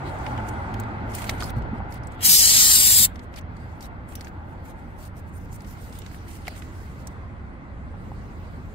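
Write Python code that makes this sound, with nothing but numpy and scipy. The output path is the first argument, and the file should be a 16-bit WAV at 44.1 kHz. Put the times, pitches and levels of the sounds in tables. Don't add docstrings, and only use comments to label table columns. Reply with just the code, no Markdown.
import sys
import numpy as np
from scipy import signal
from scipy.fft import rfft, irfft
from scipy.io import wavfile
from scipy.ndimage import uniform_filter1d, minimum_filter1d, map_coordinates

SR = 44100
rng = np.random.default_rng(int(sys.argv[2]) if len(sys.argv) > 2 else 0)


def how_loud(loudness_db):
    steps = np.asarray(loudness_db, float) / 20
    return 10 ** steps


def int16_out(signal):
    q = np.round(np.clip(np.atleast_2d(signal).T, -1, 1) * 32767)
    wavfile.write(sys.argv[1], SR, q.astype(np.int16))


N = 385786

# start_s, tyre_roar_db
ROAD_LEVEL = [(0, -41), (1.07, -40.5), (1.68, -43), (2.02, -45.5), (2.53, -45), (3.12, -48.5), (4.04, -50),
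              (5.14, -51.5), (6.94, -51), (7.14, -49.5), (7.43, -51.5), (8.75, -52)]
# pitch_hz, left_right_db
NO_LEAN = [(20, 0), (20000, 0)]


def rms_one(x):
    return x / np.sqrt(np.mean(x ** 2) + 1e-20)


def in_time(rows):
    s, *columns = np.transpose(rows)
    return [np.interp(np.arange(N) / SR, s, c) for c in columns]


def at_hz(points, hz):
    table = np.array(points)
    return np.interp(np.log(hz), np.log(table[:, 0]), table[:, 1])


def swells(rows):
    t = np.arange(N) / SR
    return sum(height * np.exp(-(2 * (t - s) / length) ** 2 / 2) for s, length, height in rows)


def drift(rate, size):
    r = np.exp(-80 * np.pi * rate / SR)
    slow = signal.lfilter([1], [1, -2 * r, r * r], rng.standard_normal(size // 40 + 2002))[2000:]
    return np.interp(np.arange(size) / 40, np.arange(len(slow)), rms_one(slow))


def band_filter(x, edges_hz, kind="band", order=2):
    return signal.sosfilt(signal.butter(order, edges_hz, kind, fs=SR, output="sos"), x)


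def resonance(x, hz, width):
    r = np.exp(-np.pi * width / SR)
    return signal.lfilter([(1 - r * r) / 2, 0, (r * r - 1) / 2], [1, -2 * r * np.cos(2 * np.pi * hz / SR), r * r], x)


def moving_resonance(x, hz, width):
    turn = np.exp(2j * np.pi * np.cumsum(hz) / SR)
    r = np.exp(-np.pi * width / SR)
    return 2 * (signal.lfilter([1 - r], [1, -r], x / turn) * turn).real


def left_later(pair, lag_ms):
    w = 2 * np.pi * np.fft.rfftfreq(pair.shape[1], 1 / SR) * lag_ms / 1000
    return np.array([irfft(rfft(pair[0]) * np.exp(-1j * w), pair.shape[1]), pair[1]])


def bands(spectrum, likeness, lean, patchy_db, flicker, size):
    lowest, highest = spectrum[0][0], spectrum[-1][0]
    edges = np.geomspace(lowest, highest, int(3 * np.log2(highest / lowest)) + 1)
    white = rng.standard_normal((2, 2, size))
    out = []
    for k, (low, high) in enumerate(zip(edges, edges[1:])):
        if at_hz(spectrum, low) < -65:
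            break
        mid, side = band_filter(white[k % 2], [low, high])
        hz = np.sqrt(low * high)
        alike = np.clip(at_hz(likeness, hz), 0, 1)
        gain = how_loud(at_hz(spectrum, hz) + patchy_db * drift(flicker, size))
        gain = gain * how_loud(at_hz(lean, hz) * np.array([[.5], [-.5]]))
        out.append(gain * (np.sqrt(1 + alike) * mid + np.sqrt(1 - alike) * side * [[1], [-1]]))
    out = np.array(out)
    centres = np.sqrt(edges[1:] * edges[:-1])[:len(out)]
    return centres, out / np.sqrt(np.mean(out.sum(0).mean(0) ** 2))


def air_jet():
    # start_s, level_db
    flow = [
        (2.17, -85),
        (2.205, -62.5),
        (2.208, -48),
        (2.252, -17),
        (2.33, -16),
        (3.052, -18),
        (3.076, -54.5),
        (3.084, -62),
        (3.14, -87),
    ]
    # start_s, cover_0_to_1
    hand_cover = [(2.214, 0.56), (2.33, 0.16), (2.534, 0.94), (2.7, 0.5), (3.036, 0.16)]
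    # start_s, shade_0_to_1, mouth_hz
    thumb_shade = [(2.25, .3, 6000), (2.35, .1, 6100), (2.43, .8, 6520), (2.52, .9, 6785), (2.62, .9, 6450),
                   (2.7, .5, 5900), (2.78, .4, 5900), (2.86, .1, 6356), (3.05, .05, 6500)]
    # start_s, lower_hz, lower_gain, upper_hz, upper_gain
    chuck_tilt = [(2.26, 8800, .6, 12900, 0.84), (2.4, 8700, .5, 12930, .8), (2.48, 9100, 1.2, 13440, 1.1),
                  (2.6, 8900, .2, 13220, 0.55), (2.75, 8600, 1.1, 12600, .2), (2.9, 8640, .7, 12900, 0.64),
                  (3.05, 8700, .7, 12890, .6)]
    # pitch_hz, level_db (per Hz)
    jet_colour = [(410, -58), (700, -29.5), (1080, -40), (1180, -26.5), (2190, -13.5), (2370, -18),
                  (2840, -17), (3900, -6.5), (4800, -1.5), (6230, -8), (7390, 1), (8880, -2.5),
                  (9600, -6.5), (12500, -5), (14800, -8.5), (16000, -14)]
    # pitch_hz, likeness_0_to_1
    near_likeness = [(700, .48), (2000, .5), (4000, .5), (6000, .68), (8000, .55), (15000, .5)]
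    # pitch_hz, left_right_db
    jet_lean = [(700, 0.5), (4400, 0.5), (8000, 2.5), (15000, 5)]
    first, size = int(2.1 * SR), int(1.1 * SR)
    during = slice(first, first + size)

    def swell(s, length, height):
        return swells([(s, length, height)])[during]

    curves = in_time(flow) + in_time(hand_cover) + in_time(thumb_shade) + in_time(chuck_tilt)
    jet_db, cover, shade, mouth_hz, lower_hz, lower, upper_hz, upper = [c[during] for c in curves]

    low_db = -13 + 4.5 * cover + 0.48 * (jet_db.max() - jet_db) - swell(2.45, 0.17, 2.51) - swell(2.98, .2, 2.5)
    top_db = 2.5 - 5.5 * cover
    centres, parts = bands(jet_colour, near_likeness, jet_lean, patchy_db=.7, flicker=5.0, size=size)
    low, top = centres < 3300, centres > 10000
    jet = rms_one(parts[~low & ~top].sum(0))
    jet = jet + how_loud(low_db) * rms_one(parts[low].sum(0)) + how_loud(top_db) * rms_one(parts[top].sum(0))

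    since = (first + np.arange(size)) / SR - flow[3][0]
    whistle_hz, whistle_db = 7340 + 140 * since, -10 + 10.5 * since
    wobble = rng.standard_normal((2, 2, size)) + rng.standard_normal((2, 1, size))
    wobble = signal.lfilter([1], [1, -.982], wobble)
    phase = 2 * np.pi * np.cumsum(whistle_hz) / SR
    whistle = rms_one(wobble[0] * np.cos(phase) + wobble[1] * np.sin(phase))

    cavity = (0.25 + .7 * cover) * resonance(jet, 5070, 740) + .5 * resonance(jet, 8130, 300)
    cavity += swell(2.5, .25, .4) * resonance(jet, 4500, 1100) + .5 * since * resonance(jet, 9800, 300)
    cavity += 0.25 * shade * moving_resonance(jet, mouth_hz, 500)
    cavity += lower * moving_resonance(jet, lower_hz, 350) + upper * moving_resonance(jet, upper_hz, 450)
    cavity += 0.4 * (1 - shade) * resonance(jet, 10250, 300)
    shadow = .6 * shade * resonance(jet, 10300, 900) + .5 * resonance(jet, 9700, 400)
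    shadow += .4 * resonance(jet, 10750, 400) + 0.5 * resonance(jet, 7000, 250)
    shadow += 0.16 * resonance(jet, 12010, 900) + swell(2.47, .15, .6) * resonance(jet, 15000, 2500)
    shadow += swell(2.3, .2, .3) * resonance(jet, 7500, 1490) + swell(2.97, .28, .5) * resonance(jet, 6000, 1300)
    palm = swell(2.68, 0.15, .9) * resonance(jet, 1200, 300)

    sound = echoed(jet + cavity - shadow + palm) + how_loud(whistle_db) * whistle
    flutter_db = 0.87 * drift(40, size=size)
    out = np.zeros((2, N))
    out[:, during] = how_loud(jet_db + 0.5 + flutter_db) * left_later(sound, lag_ms=-.26)
    return out


def echoed(pair):
    # delay_ms, level_db
    echo_paths = [
        (1.7, -20.5),
        (3.1, -12.5),
        (5.3, -11.5),
    ]
    size, out = pair.shape[1], pair.copy()
    now = np.arange(size)
    for delay_ms, level_db in echo_paths:
        path_ms = delay_ms + 0.0358 * drift(2.2, size=size)
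        for k in range(2):
            heard = now - (path_ms + 0.027 * k) * SR / 1000
            out[k] += how_loud(level_db) * map_coordinates(pair[k], [heard], order=3)
    sway_ms = .025 * drift(1.2, size=size)
    out[0] = map_coordinates(out[0], [now + sway_ms * SR / 1000], order=3)
    return out * np.std(pair) / np.std(out)


def ticks():
    # start_s, peak_db, pitch_hz, body_db (against the crack)
    chuck_ticks = [(.093, -44, 7800, 3), (.187, -42, 8300, -6), (.2638, -37.5, 2540, 13.5),
                   (.376, -39, 2870, 6), (.487, -31, 7110, -12), (.7403, -34.5, 2795, -17),
                   (.798, -29.5, 7390, -21), (.835, -39.5, 3350, -4), (1.1357, -38, 5447, -6),
                   (1.149, -20, 9000, -21), (1.1827, -33, 7000, 0), (1.198, -39, 12000, -12),
                   (1.2181, -31, 8720, 0), (1.2408, -28, 8800, -1.5), (1.293, -14.5, 3300, -0.5),
                   (1.2945, -29, 4800, -12), (1.3792, -40, 3310, -6), (1.4037, -26.5, 3030, -4),
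                   (1.413, -29, 3280, -11), (1.4228, -25, 3000, -14), (1.4314, -24.5, 4700, -11),
                   (1.4394, -27, 5030, -19), (1.455, -37, 10990, -8), (1.4934, -32.5, 3410, -6),
                   (1.5, -34, 9000, -4), (1.621, -43, 2918, -5), (1.783, -57, 8000, -12),
                   (1.9225, -33, 4770, -8), (1.94, -36, 11000, -15), (1.955, -42, 4980, -5),
                   (2.0333, -41.5, 5250, -7), (2.0702, -34, 7830, -7), (2.1196, -44, 7970, -10)]
    # start_s, peak_db, pitch_hz, body_db
    hose_ticks = [(3.1567, -39, 2650, -5), (3.1924, -39.5, 3080, -4.5), (3.158, -54, 9000, -15),
                  (3.2344, -52, 7500, -12), (3.339, -37.5, 2590, -11), (3.3598, -33.5, 4700, -13.5),
                  (3.3727, -38.5, 8400, 3), (3.386, -41, 4500, -4.5), (3.41, -49, 6000, -15),
                  (3.5658, -45, 4340, -4), (3.8067, -36, 5180, -16), (3.8245, -36, 4680, -25),
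                  (4.0883, -41, 9000, -10), (4.1215, -44, 2680, -1), (4.1535, -30.5, 5730, -30),
                  (4.2083, -29, 4370, -7), (4.2453, -34.5, 6150, -2), (4.2692, -40, 2500, 3),
                  (4.2785, -43, 4600, -14), (4.6573, -49, 2720, 6)]
    # start_s, peak_db, pitch_hz, body_db
    case_ticks = [(5.6053, -39.5, 4350, -5), (5.619, -43, 9000, -8), (5.6456, -43, 2870, -8),
                  (5.7717, -48, 2600, -5), (5.7987, -51, 2500, -5), (5.9254, -38.5, 3920, -13),
                  (5.953, -41, 2770, -11), (5.9868, -33.5, 8450, -21), (6.0173, -35, 2950, -12),
                  (6.062, -35, 3220, -6), (6.1134, -49, 2500, 4), (6.1444, -50, 2690, 13),
                  (6.4196, -51, 4890, -7), (6.4527, -48, 2500, 6), (6.469, -39, 2740, 9.5),
                  (6.4793, -27.5, 4130, 4), (6.4796, -33.5, 11700, -10), (6.6204, -42, 2800, 8),
                  (7.07, -29, 8060, -14), (7.071, -32.5, 6000, -20)]
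    out, t = np.zeros((2, N)), np.arange(4000) / SR
    places = [(chuck_ticks, -2), (hose_ticks, 1), (case_ticks, -4)]   # table, left_right_db
    rows = [(*row, pan_db) for table, pan_db in places for row in table]
    sprays = rng.standard_normal((len(rows), 2, len(t)))
    for (s, peak_db, hz, body_db, pan_db), spray in zip(rows, sprays):
        top_db = -23 + 7 * np.log2(hz / 3300.0) - 0.64 * body_db
        fade_s = 0.027 * how_loud(0.045 * (peak_db + 42))
        burst = (spray[0] + 0.92 * spray[1] * [[1], [-1]]) * how_loud(-60 * t / fade_s)
        burst = burst * (1 - np.exp(-t / 0.0005)) ** 2
        crack = band_filter(burst, [max(2600, .5 * hz), min(12000, 2.13 * hz)]) + 4.3 * resonance(burst, hz, 890)
        top = band_filter(burst, 9800, "high", order=4)
        body = resonance(resonance(burst, 1920, 1300), 1920, 1300)
        tick = crack / np.abs(crack).max()
        tick = tick + how_loud(body_db + 1.0) * body / np.abs(body).max()
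        tick = tick + how_loud(top_db + 4.0) * top / np.abs(top).max()
        start = round(s * SR)
        out[:, start:start + len(t)] += how_loud(peak_db) * tick * how_loud([[pan_db / 2], [-pan_db / 2]])
    return out


def snaps():
    # start_s, peak_db, top_tilt_db
    snap_times = [(0.7395, -39, 12), (1.147, -30, -5), (1.2935, -15.5, -7), (1.5025, -32, -2),
                  (4.1523, -26, 2.5), (4.2085, -42, -3), (4.2285, -52, 0), (5.9523, -45, 0),
                  (5.9867, -32, 1), (6.4801, -32, 3), (7.071, -50, 9)]
    out, t = np.zeros((2, N)), np.arange(1500) / SR
    sprays = rng.standard_normal((len(snap_times), 2, len(t)))
    for (s, peak_db, tilt_db), spray in zip(snap_times, sprays):
        burst = spray[0] + 0.47 * spray[1] * [[1], [-1]]
        burst = burst * how_loud(-60 * t / 0.017) * (1 - np.exp(-t / 0.0011))
        snap = band_filter(burst, [1900, 7500]) + how_loud(tilt_db + 2) * band_filter(burst, 7500, "high")
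        start = round(s * SR)
        out[:, start:start + len(t)] += how_loud(peak_db) * snap / np.abs(snap).max()
    return out


def rubbing():
    # pitch_hz, level_db (per Hz)
    rub_colour = [(1180, -32.5), (2000, -3.5), (2460, 0.5), (3040, -7.5), (3810, -4.5), (4690, -6.5),
                  (5390, -1), (8780, 0), (9660, -6.5), (12200, -12), (14000, -8.5), (16000, -14)]
    # pitch_hz, likeness_0_to_1
    skin_likeness = [(1000, .3), (3000, .2), (15000, .15)]
    # start_s, level_db, left_right_db, top_brightness_db
    far_hiss = [(0, -63, 0, -4), (.3, -56, 3, -3), (.7, -64.5, -1, -3), (1.0, -73, -1, -1),
                (2.2, -83, 2, 2), (3.1, -70.5, 0, -1.5), (3.48, -87, 0, 3), (3.6, -67.5, -1, 0),
                (3.9, -81.5, 0.5, 3), (4.9, -70.5, -2, 1), (5.12, -78.5, 1, 2.5), (5.8, -60.5, -2.5, 0),
                (6.95, -63, -4, 0), (7.2, -71, -4, -4), (7.6, -77.5, -4, -5), (7.95, -71.5, -5, -5),
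                (8.05, -66.5, -4.5, -1), (8.75, -66, -3, -2)]
    # start_s, length_s, level_db, pressure_db (strength of the dull part)
    rub_strokes = [(0.049, 0.051, -67.5, 24), (0.482, 0.013, -50, 5), (0.794, 0.011, -66.5, 26),
                   (1.067, 0.032, -70, 4), (1.093, .05, -54.5, 8), (1.13, 0.14, -45.5, 9),
                   (1.265, 0.053, -46, 15), (1.31, 0.088, -55, 14), (1.388, 0.12, -48.5, 9.5),
                   (1.564, 0.026, -61.5, 8), (1.739, 0.053, -72, 8), (1.904, 0.049, -58, 5),
                   (1.935, 0.047, -59, 16.5), (2.022, .07, -78, 11), (2.111, 0.045, -68, 1),
                   (3.145, .025, -76, 6), (3.227, 0.021, -67.5, 6), (3.33, .022, -66, 6),
                   (3.367, 0.026, -51, 14), (3.56, 0.018, -80, 1), (3.684, 0.15, -78, -8.5),
                   (3.813, 0.058, -54, 10.5),
                   (4.084, 0.062, -56.5, 2), (4.136, 0.17, -63, 15), (4.486, .056, -76, -2),
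                    (4.642, 0.078, -59, 6), (4.781, 0.025, -74, -1), (4.98, 0.11, -54, 3),
                    (5.166, 0.038, -60, 0), (5.267, 0.034, -69, -7), (5.333, 0.057, -61, -8.5),
                    (5.398, 0.064, -68, -11), (5.524, 0.041, -51.5, -7), (5.663, 0.085, -58.5, -2),
                    (5.808, 0.097, -59.5, -8), (5.932, 0.079, -60, 5), (6.113, 0.068, -61.5, -6),
                    (6.272, .11, -53.5, 7.5), (6.445, 0.15, -63.5, 18), (6.557, 0.044, -53.5, 1),
                    (6.59, .084, -70, 7), (6.735, 0.11, -76.5, -9), (6.99, .037, -68, 4),
                    (7.112, 0.02, -79, 16)]
    # pitch_hz, width_hz, level_db
    case_modes = [(3160, 350, -13), (4500, 190, -8), (6000, 390, -14), (5100, 180, -32), (7270, 300, -12),
                  (9000, 450, 1.5), (10980, 1200, -8.5), (12530, 760, -5.5), (14450, 1200, -8)]
    centres, parts = bands(rub_colour, skin_likeness, NO_LEAN, patchy_db=2.1, flicker=9.8, size=N)
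    ranges = [(5000, 9600), (0, 5000), (9600, SR)]
    layers = [rms_one(parts[(centres > low) & (centres < high)].sum(0)) for low, high in ranges]

    haze_db, pan_db, bright_db, roar_db = in_time(far_hiss) + in_time(ROAD_LEVEL)
    dull = np.hypot(how_loud(haze_db + 2.64), how_loud(roar_db - 21.5))
    haze = how_loud(haze_db) * (layers[0] + how_loud(bright_db - 5) * layers[2]) + dull * layers[1]

    power = np.zeros((3, N))
    grain = how_loud(1.8 * drift(70, size=N) + 6 * np.clip(drift(300, size=N) - .9, 0, 1))
    for s, length, level_db, dull_db in rub_strokes:
        top_db = -1.1 - 0.17 * dull_db
        span = slice(max(round((s - .06) * SR), 0), round((s + length + .06) * SR))
        away = np.arange(span.start, span.stop) / SR - s - length / 2
        outside = np.maximum(np.abs(away) - 0.4 * length, 0)
        outside = outside * np.where(away < 0, .7, 1)
        layer_db = np.array([[0], [dull_db - 8.5], [top_db]])
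        power[:, span] += (grain[span] * how_loud(level_db - 1.5 - 1600 * outside + layer_db)) ** 2
    rub = sum(np.sqrt(p) * layer for p, layer in zip(power, layers)) + 1e-18

    rings = 0
    for hz, width, level_db in case_modes:
        grip_db = 2.7 * np.clip(drift(20, size=N), -2, 1.4)
        rings = rings + how_loud(level_db + grip_db) * resonance(rub, hz, width)
    pan = how_loud(pan_db * np.array([[.5], [-.5]]) - 1.5)
    return left_later((haze + 0.79 * rub + rings) * pan, lag_ms=.25)


def squeaks():
    # start_s, length_s, level_db, pitch_hz
    squeak_times = [(0.049, 0.06, -58, 4030), (0.37, 0.026, -51, 2960), (1.103, .045, -63, 9000),
                    (1.18, 0.055, -54, 12500), (1.398, 0.023, -49, 9000), (1.438, 0.034, -52, 4940),
                    (1.455, 0.02, -52, 11000), (1.915, .03, -60, 12720), (2.035, .025, -69, 9000),
                    (3.04, 0.012, -28, 3820), (3.37, 0.019, -58, 4500), (3.575, 0.1, -71, 4700),
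                    (3.6, .05, -76, 8500), (3.83, .035, -58, 5600), (3.831, 0.032, -56.5, 3920),
                    (3.825, .04, -61, 14600), (4.085, .04, -66, 9000), (4.084, 0.049, -65, 7500),
                    (4.156, 0.04, -60, 5700), (4.277, .01, -67, 12000), (5.008, .08, -66, 4500),
                    (5.349, .03, -57, 9000)]
    width_hz = 429
    out = np.zeros((2, N))
    noises = rng.standard_normal((len(squeak_times), 2, 8000))
    for (s, length, level_db, hz), noise in zip(squeak_times, noises):
        size = round(1.4 * length * SR)
        sung = rms_one(resonance(resonance(noise, hz, width_hz), hz, width_hz))[:, -size:]
        start = round((s - 0.26 * length) * SR)
        out[:, start:start + size] += how_loud(level_db + 2.0) * sung * np.sqrt(np.hanning(size))
    return out


def knocks():
    # start_s, peak_db, pitch_hz
    knock_times = [(.499, -32.5, 119), (.579, -31.5, 104.3), (1.293, -32.5, 670), (1.292, -30, 1350),
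                   (1.4239, -27.5, 1290), (1.428, -33, 1270), (1.564, -24.5, 115.8), (1.57, -28.5, 231.7),
                   (1.73, -27.5, 231), (1.803, -33, 800), (1.811, -33, 900), (1.998, -32.5, 109),
                   (2.284, -32.5, 190), (2.999, -35, 101.3), (2.999, -32, 200), (6.063, -45, 1550),
                   (6.1445, -43, 1750), (6.479, -30.5, 750), (6.4795, -37, 600), (6.4802, -25, 2110),
                   (7.941, -42, 780), (8.117, -37.5, 827)]
    out, t = np.zeros(N), np.arange(8000) / SR
    for s, peak_db, hz in knock_times:
        cycles = hz * t
        shape = how_loud(peak_db + 9.5 - 60 * cycles / 16) * (1 - np.exp(-3 * cycles))
        start = round(s * SR)
        out[start:start + len(t)] += shape * np.sin(2 * np.pi * cycles)
    return out


def engine():
    # start_s, firing_hz, level_db
    engine_run = [(0, 137.4, -38.5), (.2, 135.1, -44), (.33, 120.1, -36), (.45, 103.8, -35.5),
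                  (.62, 101.5, -52), (.76, 107.2, -34), (.93, 106.4, -40.5), (1.15, 108.9, -37),
                  (1.4, 109.8, -42), (1.62, 113.5, -47), (1.75, 113.9, -45), (2.0, 119.6, -49)]
    hz, level_db = in_time(engine_run)
    phase = 2 * np.pi * np.cumsum(hz) / SR
    second = how_loud(-7.5 + 2.7 * drift(26.0, size=N)) * np.sin(2 * phase + 1.3 * drift(13.0, size=N))
    hum = np.sqrt(2) * how_loud(level_db + 2.5) * (np.sin(phase) + second)
    return hum * how_loud([[-.9], [.9]]) * (np.arange(N) < 2 * SR)


def road():
    # pitch_hz, level_db (per Hz)
    rumble_colour = [(12, -46), (20, -10), (43, -3), (81, 1.5), (102, 0), (118, -8), (182, -8),
                     (269, -13.5), (343, -24.5), (500, -24.5), (650, -53.5), (1100, -120)]
    roar_colour = [(150, -29), (250, -4), (354, -7.5), (398, -11), (490, -10.5), (702, -8.5), (753, -15.5),
                   (1080, -12.5), (1640, -15), (2140, -25.5), (4000, -40), (5200, -68.5), (8800, -120)]
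    # pitch_hz, likeness_0_to_1
    far_likeness = [(30, .9), (130, .83), (290, .82), (640, .52), (1400, .38), (4000, .25)]
    # pitch_hz, left_right_db
    roar_lean = [(150, 0.5), (350, 0.5), (600, 1), (1200, 0.8), (4000, 1.5)]
    # start_s, length_s, rise_db
    rumble_swells = [(1.6, 0.29, 5), (2.95, 0.36, 2.5), (5.5, 0.27, 2.5), (6.9, 0.33, 1.5), (8.1, 0.37, 4),
                     (8.6, 0.26, 2.5)]
    # start_s, length_s, rise_db
    drone_swells = [(.3, 0.86, 13.5), (1.7, 0.92, 10), (2.8, 0.43, 7.5), (3.8, 0.25, 5), (4.5, 0.79, 9.5),
                    (5.95, 0.28, 3), (7.7, 0.28, -1.5), (8.5, 0.51, 4)]
    roar_db, = in_time(ROAD_LEVEL)
    rumble_db = -42.5 + .35 * (roar_db - roar_db.min()) + swells(rumble_swells)
    drone_db = -12 + swells(drone_swells)
    rumble = bands(rumble_colour, far_likeness, NO_LEAN, patchy_db=0.07, flicker=9.0, size=N)[1].sum(0)
    roar = bands(roar_colour, far_likeness, roar_lean, patchy_db=.5, flicker=2.2, size=N)[1].sum(0)
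    drone = rms_one(resonance(roar, 875, 120)) + 0.29 * rms_one(resonance(roar, 1407, 120))
    roar = roar + 0.93 * resonance(roar, 2100, 460)
    late_car = how_loud(swells([(7.7, 2.9, 18)]) - 20.5) * resonance(roar, 1060, 160)
    far = how_loud(roar_db + 2.0) * (roar + how_loud(drone_db) * drone + late_car) * how_loud([[-.4], [.4]])
    near_ground = how_loud(rumble_db + 4.0) * left_later(rumble, lag_ms=0.13) * how_loud([[-.8], [.8]])
    return near_ground + left_later(far, lag_ms=0.26)


def scene():
    return air_jet() + ticks() + snaps() + rubbing() + squeaks() + knocks() + engine() + road()


def patchy_bands(x, scatter_db, share, hole_db):
    hz, s, cells = signal.stft(x, SR, nperseg=2048, noverlap=1536)
    shape = (len(hz) // 6 + 1, len(s) // 3 + 1)
    patches = rng.random((2, *shape)).repeat(6, axis=1).repeat(3, axis=2)
    waver, lost = patches[:, :len(hz), :len(s)]
    bright = np.diff(x.mean(0), 2, append=[0, 0]) ** 2
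    crest = uniform_filter1d(bright, 64) / (uniform_filter1d(bright, 2048) + 1e-14)
    sharpest = -minimum_filter1d(-crest, 2048)
    steady = sharpest[np.minimum(s * SR, N - 1).astype(int)] < 4
    loud = np.mean(np.abs(cells[:, 150:]) ** 2, axis=(0, 1)) > how_loud(-125)
    pitch = hz[:, None]
    holes = (lost < share * np.where(pitch < 6500, 1, .1)) & loud & (pitch > 1300)
    holes = uniform_filter1d(1. * holes, 4, axis=1) > 0
    gain = how_loud(scatter_db * (2 * waver - 1) * (pitch > 200) * steady + hole_db * holes)
    return signal.istft(cells * gain, SR, nperseg=2048, noverlap=1536)[1][:, :N]


def roll_off(x):
    return signal.sosfilt(signal.butter(12, 16780, fs=SR, output="sos"), x)


def record(dry):
    coloured = np.tanh(dry - 0.33 * resonance(dry, 9450, 500))
    cut = signal.sosfilt(signal.ellip(12, .5, 66, 15700, fs=SR, output="sos"), coloured)
    mix = patchy_bands(cut, scatter_db=3.0, share=.075, hole_db=-31)
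    return roll_off(mix)


dry = scene()
out = record(dry)
int16_out(out)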